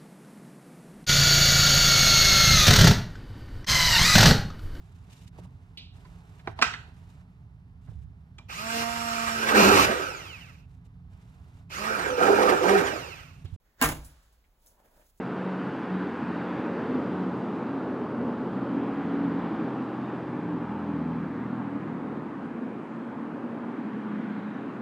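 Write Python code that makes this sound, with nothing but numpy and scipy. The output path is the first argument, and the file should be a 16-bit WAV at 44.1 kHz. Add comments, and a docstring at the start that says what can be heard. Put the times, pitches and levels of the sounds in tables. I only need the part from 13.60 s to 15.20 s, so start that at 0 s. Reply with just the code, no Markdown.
"""A wire cage top is lifted off its plastic tub in a small room, close to the microphone.
One knock of four contacts: wires clash (decaying noise, thin sines), the frame rings (decaying sines).
The tub thuds and the frame wobbles (slow sines); a deep noise shudder swells just after.
Faint noise swells sharply into the knock; light rattles (noise bands) and sleeve rustle (noise) follow.
Quiet air and rumble, both steady noise, run throughout."""
import sys
import numpy as np
from scipy import signal
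from scipy.fft import rfft, irfft, next_fast_len
from scipy.io import wavfile
from scipy.ndimage import map_coordinates

SR = 44100
rng = np.random.default_rng(int(sys.argv[2]) if len(sys.argv) > 2 else 0)


def transcribe(u):
    """Save the signal u as a 16-bit wav file named by the first command-line argument.

    u: samples, shape (n,) or (channels, n), limited to [-1, 1]; the rate is SR.
    q: integer samples, one column per channel.
    """
    v = np.clip(np.atleast_2d(u).T, -1, 1)
    q = np.round(v * 32767).astype(np.int16)
    wavfile.write(sys.argv[1], SR, q)


N = 70560


def amp(db):
    """Decibels to gain."""
    return 10 ** (np.asarray(db) / 20)


def unit(x):
    """Scale to rms 1."""
    return x / np.sqrt(np.mean(x ** 2) + 1e-20)


def along(points, hz):
    """Interpolate (f/Hz, value) points on a log frequency axis."""
    f, v = np.transpose(points)
    return np.interp(np.log(hz + 1), np.log(f + 1), v)


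def filtered(x, response):
    """Multiply the spectrum of x by response(hz)."""
    m = next_fast_len(N + SR // 2)
    return irfft(rfft(x, m) * response(np.fft.rfftfreq(m, 1 / SR)), m)[..., :N]


def since(start_s):
    """Seconds since start_s, zero before it."""
    return np.maximum(np.arange(N) / SR - start_s, 0)


def fade(t, t60_s):
    """Exponential decay, 60 dB in t60_s."""
    return np.exp(-np.log(1000) * t / t60_s)


def strike(start_s, t60_s, attack_s):
    """Blow envelope: exponential rise times exponential decay."""
    t = since(start_s)
    return fade(t, t60_s) * (1 - np.exp(-t / attack_s))


def sine(hz, start_s, phase=0):
    """Sine whose phase runs from start_s."""
    return np.sin(2 * np.pi * hz * since(start_s) + phase)


def wander(rate_hz):
    """Smooth random curve through rate_hz random points a second."""
    return map_coordinates(rng.standard_normal(N), [since(0) * rate_hz])


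# left-right correlation: f/Hz, correlation
LIKENESS = [(50, 0.95), (300, 0.85), (700, .7), (2000, 0.19), (5000, .35), (7000, 1), (12000, 1)]


def noise(colour):
    """Coloured stereo noise, rms 1; mid and side shares set the correlation per frequency."""
    def mid_side(hz):
        turn = np.arccos(np.clip(along(LIKENESS, hz), 0, 1)) / 2
        return amp(along(colour, hz)) * [np.cos(turn), np.sin(turn)]

    mid, side = filtered(rng.standard_normal((2, N)), mid_side)
    return unit(np.array([mid + side, mid - side]))


def dying(x, start_s, t60s):
    """Start x at start_s; each frequency decays at its own speed."""
    hz, t, z = signal.stft(x, SR, nperseg=256)
    z = z * fade(np.maximum(t - start_s, 0), along(t60s, hz)[:, None])
    return signal.istft(z, SR, nperseg=256)[1][:, :N] * (since(start_s) > 0)


# room air colour: f/Hz, relative level/dB per Hz
AIR_COLOUR = [(53, -38), (90, -4), (228, -6.5), (329, -10.5), (456, -8.5), (1010, -12), (1130, -13),
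              (1820, -18.5), (8620, -26.5), (15800, -18.5)]


def air(level_db=-73):
    """Steady noise of the room air."""
    return amp(level_db) * noise(AIR_COLOUR)


# rumble colour: f/Hz, relative level/dB per Hz
RUMBLE_COLOUR = [(12, -11), (28, 8.5), (55, 3.5), (100, -9), (200, -30.5), (600, -83.5)]


def rumble(level_db=-68.5):
    """Steady low noise."""
    return amp(level_db) * noise(RUMBLE_COLOUR)


# sleeve movement: t/s, rub level/dB, fizz level/dB (both before trim)
SLEEVE_LEVELS = [(.98, -100, -100), (1.04, -73.5, -73), (1.121, -69, -71), (1.169, -68.5, -79.5),
                 (1.25, -63.5, -75.5), (1.42, -65.5, -71.5), (1.48, -82, -74.5), (1.54, -99, -80),
                 (1.6, -96, -79.5)]
# dull cloth rub colour: f/Hz, relative level/dB per Hz
RUB_COLOUR = [(60, -36), (120, -10.5), (340, -4), (440, -5.5), (600, -1), (780, -7), (920, -1.5),
              (1150, -13), (1550, -9.5), (2200, -17.5), (4000, -27.5), (8000, -49)]
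# bright cloth fizz colour: f/Hz, relative level/dB per Hz
FIZZ_COLOUR = [(1500, -19), (3500, -9), (7000, -6.5), (15000, -3.5)]


def sleeve(rub_trim_db=-2.5, fizz_trim_db=4, grain_db=2, grain_rate_hz=70):
    """Cloth rubs unevenly as the arm rises: two noise colours under one random grain."""
    s, rub_db, fizz_db = np.transpose(SLEEVE_LEVELS)
    rub_gain = np.interp(since(0), s, amp(rub_db + rub_trim_db), left=0)
    fizz_gain = np.interp(since(0), s, amp(fizz_db + fizz_trim_db), left=0)
    grain = amp(grain_db * wander(grain_rate_hz))
    return grain * (rub_gain * noise(RUB_COLOUR) + fizz_gain * noise(FIZZ_COLOUR))


# noise around the knock: t/s, level/dB
SWELL_LEVELS = [(0, -95), (.06, -73.5), (.17, -77), (.21, -44), (.3, -99.5)]
# its colour: f/Hz, relative level/dB per Hz
SWELL_COLOUR = [(100, 0), (450, -5.5), (1000, -9.5), (1800, -3), (2600, -17), (7000, -18.5), (15000, -41)]


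def noise_swell():
    """Faint noise at first, swelling sharply into the knock and fading out under it by 0.3 s."""
    s, db = np.transpose(SWELL_LEVELS)
    return amp(np.interp(since(0), s, db)) * noise(SWELL_COLOUR)


# light wire touches: t/s, level/dB, centre f/Hz, width/octaves (centre to skirt), t60/s
TOUCHES = [(.437, -60.5, 10020, .7, 0.28), (.446, -51, 9650, 0.89, .25), (0.627, -71, 7300, 0.73, 0.27),
           (0.726, -68.5, 9300, 1.8, 0.16), (0.842, -68.5, 2100, .5, 0.097), (1.018, -73, 7560, 2.6, 0.45),
           (1.062, -52.5, 12900, .9, 0.022), (1.069, -55.5, 8300, .9, 0.027),
           (1.071, -64, 6300, 0.26, 0.17), (1.077, -60, 11100, 0.49, 0.18), (1.176, -68, 910, 0.22, 0.55),
           (1.397, -60.5, 596, 0.24, 0.14), (1.413, -67.5, 1630, 0.73, 0.18),
           (1.463, -74, 6500, 0.26, 0.115), (1.576, -71, 7700, 0.64, .3)]


def rattles(skirt_db=-9, far_db=-30, tick_db=3, tick_t60_s=0.0053):
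    """Loose wires touch lightly; each touch ticks and rings in a noise band of its own."""
    out = np.zeros((2, N))
    for s, db, hz, width_oct, t60_s in TOUCHES:
        step = 2 ** width_oct
        band = [(hz / step ** 3, far_db), (hz / step, skirt_db), (hz, 0),
                (hz * step, skirt_db), (hz * step ** 3, far_db), (hz * step ** 6, 2 * far_db)]
        ring = strike(s, t60_s, 0.00098)
        tick = amp(tick_db) * strike(s, tick_t60_s, .0001)
        out += amp(db) * noise(band) * (ring + tick)
    return out


# shudder colour: f/Hz, relative level/dB per Hz
SHUDDER_COLOUR = [(20, -8.5), (60, 1), (90, -3), (160, -15.5), (300, -27), (700, -67)]


def shudder(start_s=.244, level_db=-35.5, swell_s=0.0079, t60_s=0.67):
    """Deep irregular shudder of the cage: low noise swells just after the knock."""
    return amp(level_db) * noise(SHUDDER_COLOUR) * strike(start_s, t60_s, swell_s)


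# slow frame flexing: t/s, f/Hz, mid level/dB, swell/s, t60/s
FLEXES = [(0.237, 29.2, -29.5, 0.043, 0.43), (0.242, 56.67, -33.5, 0.0078, 0.83),
          (.243, 113.3, -36, .008, 0.37), (0.35, 60, -40, 0.0094, 0.41), (.48, 58.2, -48, 0.019, 0.25),
          (0.602, 48, -50, .01, 0.11), (.72, 59, -57, 0.019, 0.45)]


def wobble(unsteady_db=3, unsteady_rad=0.38, rate_hz=25):
    """The loose frame flexes unevenly in the hands: sines wandering in level and phase."""
    out = np.zeros(N)
    for s, hz, db, swell_s, t60_s in FLEXES:
        drift = wander(rate_hz)
        flex = sine(hz, s, unsteady_rad * drift)
        out += amp(db + unsteady_db * drift) * flex * strike(s, t60_s, swell_s)
    return out


# tub thuds: t/s, level/dB, f/Hz, t60/s
TUB_THUDS = [(.217, -13.5, 257.7, 0.072), (.246, -30.5, 151.1, 0.51)]


def tub():
    """The plastic tub gives short hollow thuds: decaying sines."""
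    return sum(amp(db) * sine(hz, s) * strike(s, t60_s, .004) for s, db, hz, t60_s in TUB_THUDS)


# room decay: f/Hz, t60/s
ROOM_DECAY = [(100, .3), (1000, .28), (12000, .22)]


def room(x, level_db=-7.5):
    """Add to mono x the short answer of the room: convolution with a decaying stereo noise tail."""
    tail = dying(noise([(100, 0), (15000, 0)]), 0, ROOM_DECAY)
    tail = tail / np.linalg.norm(tail[0])
    return x + amp(level_db) * signal.fftconvolve(x[None], tail, axes=1)[:, :N]


def pings(count=60, spread_db=4, low_hz=1936, high_hz=15730):
    """Single wires ring at scattered high pitches, each with its own left-right phase, from t = 0."""
    t = since(0)[:SR // 2]
    out = np.zeros((2, N))
    for place, size, side in rng.random((count, 3)):
        hz = low_hz + place * (high_hz - low_hz)
        gain = amp(-spread_db * np.log(size + 1e-3).clip(-3, 0))
        phase = (side - .5) * np.array([[1], [-1]])
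        out[:, :len(t)] += gain * np.sin(2 * np.pi * hz * t + phase)
    return out / np.sqrt(np.mean(out[:, :len(t)] ** 2))


# contacts: t/s, wire clash level/dB, frame ring level/dB
CONTACTS = [(0.2142, -24.5, -24.5), (.2235, -20, -34.5), (0.244, -37.5, -42), (0.289, -32, -46)]
# frame modes: f/Hz, level/dB re frame ring, t60/s
FRAME_MODES = [(228, -13, .28), (260, -3, .27), (322, -14, .3), (461, -10, .27), (657, -13, .3),
               (797, -7, .27), (1000, -3, .14), (1025, 4, .18), (1182, -7, .23), (1210, -7, .24),
               (1371, -8, .23), (1594, -1, .24), (1811, -6, .22), (2176, -9, .24), (2278, -10, .23),
               (2796, -6, .2)]
# dense wire modes, colour: f/Hz, relative level/dB per Hz
WIRE_COLOUR = [(50, -45), (130, -10.5), (280, 2.5), (400, -9.5), (600, -5.5), (900, -0.5), (1600, -1),
               (2400, -5), (3600, -12.5), (4700, -13), (6500, -11.5), (10000, -9.5), (15500, -15)]
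# dense wire modes, decay: f/Hz, t60/s
WIRE_DECAY = [(200, .42), (700, 0.36), (1400, 0.19), (2500, .26), (7000, 0.23), (15000, 0.24)]
# lasting ring colour: f/Hz, relative level/dB per Hz
AFTER_COLOUR = [(100, -17), (300, -4), (900, -2.5), (1600, 0.5), (2100, -6.5), (4000, -7.5), (8000, -11.5),
                (15000, -18.5)]


def knock(crack_db=10, crack_t60_s=0.0062, after_db=-31.5, after_t60_s=1.25,
          ping_db=-11.5, ping_t60_s=0.27, chatter_db=1.5, chatter_rate_hz=130):
    """Each contact cracks, rings the frame modes and sets the wire mesh chattering."""
    mesh, ring = np.zeros((2, N)), np.zeros(N)
    ping = amp(ping_db) * pings() * strike(0, ping_t60_s, .0003)
    chatter = amp(chatter_db * wander(chatter_rate_hz))
    for s, clash_db, ring_db in CONTACTS:
        crack = noise([(800, -6.5), (6000, -3.5), (15000, -1.5)]) * strike(s, crack_t60_s, .0001)
        after = noise(AFTER_COLOUR) * strike(s, after_t60_s, 0.0071)
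        wires = chatter * dying(noise(WIRE_COLOUR), s, WIRE_DECAY)
        wires += amp(crack_db) * crack + amp(after_db) * after
        wires += np.roll(ping, round(s * SR), axis=1)
        mesh += amp(clash_db) * wires
        for k, (hz, db, t60_s) in enumerate(FRAME_MODES):
            sign = (-1) ** k
            ring += sign * amp(ring_db + db) * sine(hz, s) * strike(s, t60_s, 0.00043)
    return mesh + room(ring)


def scene():
    """The cage, the noise swell and the sleeve, over quiet room air and rumble."""
    cage = knock() + tub() + wobble() + shudder() + rattles()
    soft_noises = noise_swell() + sleeve()
    background = air() + rumble()
    return cage + soft_noises + background


# phase by which the left port leads: f/Hz, lead/half turns
LEFT_LEAD = [(0, 0), (700, .08), (1600, .3), (2500, .75), (3400, 0), (4900, 1), (6600, 1.93), (7400, 2.07),
             (8650, 3), (10100, 4), (11650, 5), (13200, 6), (14650, 7), (16000, 8)]
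# right port over left: f/Hz, gain/dB
RIGHT_OVER_LEFT = [(300, 1.05), (900, 0), (1700, 3), (3000, 3), (6000, 1.5), (15000, -1)]


def record(dry, top_hz=15900):
    """Two microphone ports differ in phase and gain, split evenly; band-limited below top_hz."""
    half = np.array([[.5], [-.5]])

    def port(hz):
        lead_rad = np.pi * np.interp(hz, *np.transpose(LEFT_LEAD))
        return np.exp(1j * half * lead_rad) * amp(-half * along(RIGHT_OVER_LEFT, hz))

    ports = filtered(dry, port)
    return filtered(ports, lambda hz: hz < top_hz)


dry = scene()
out = record(dry)
transcribe(out)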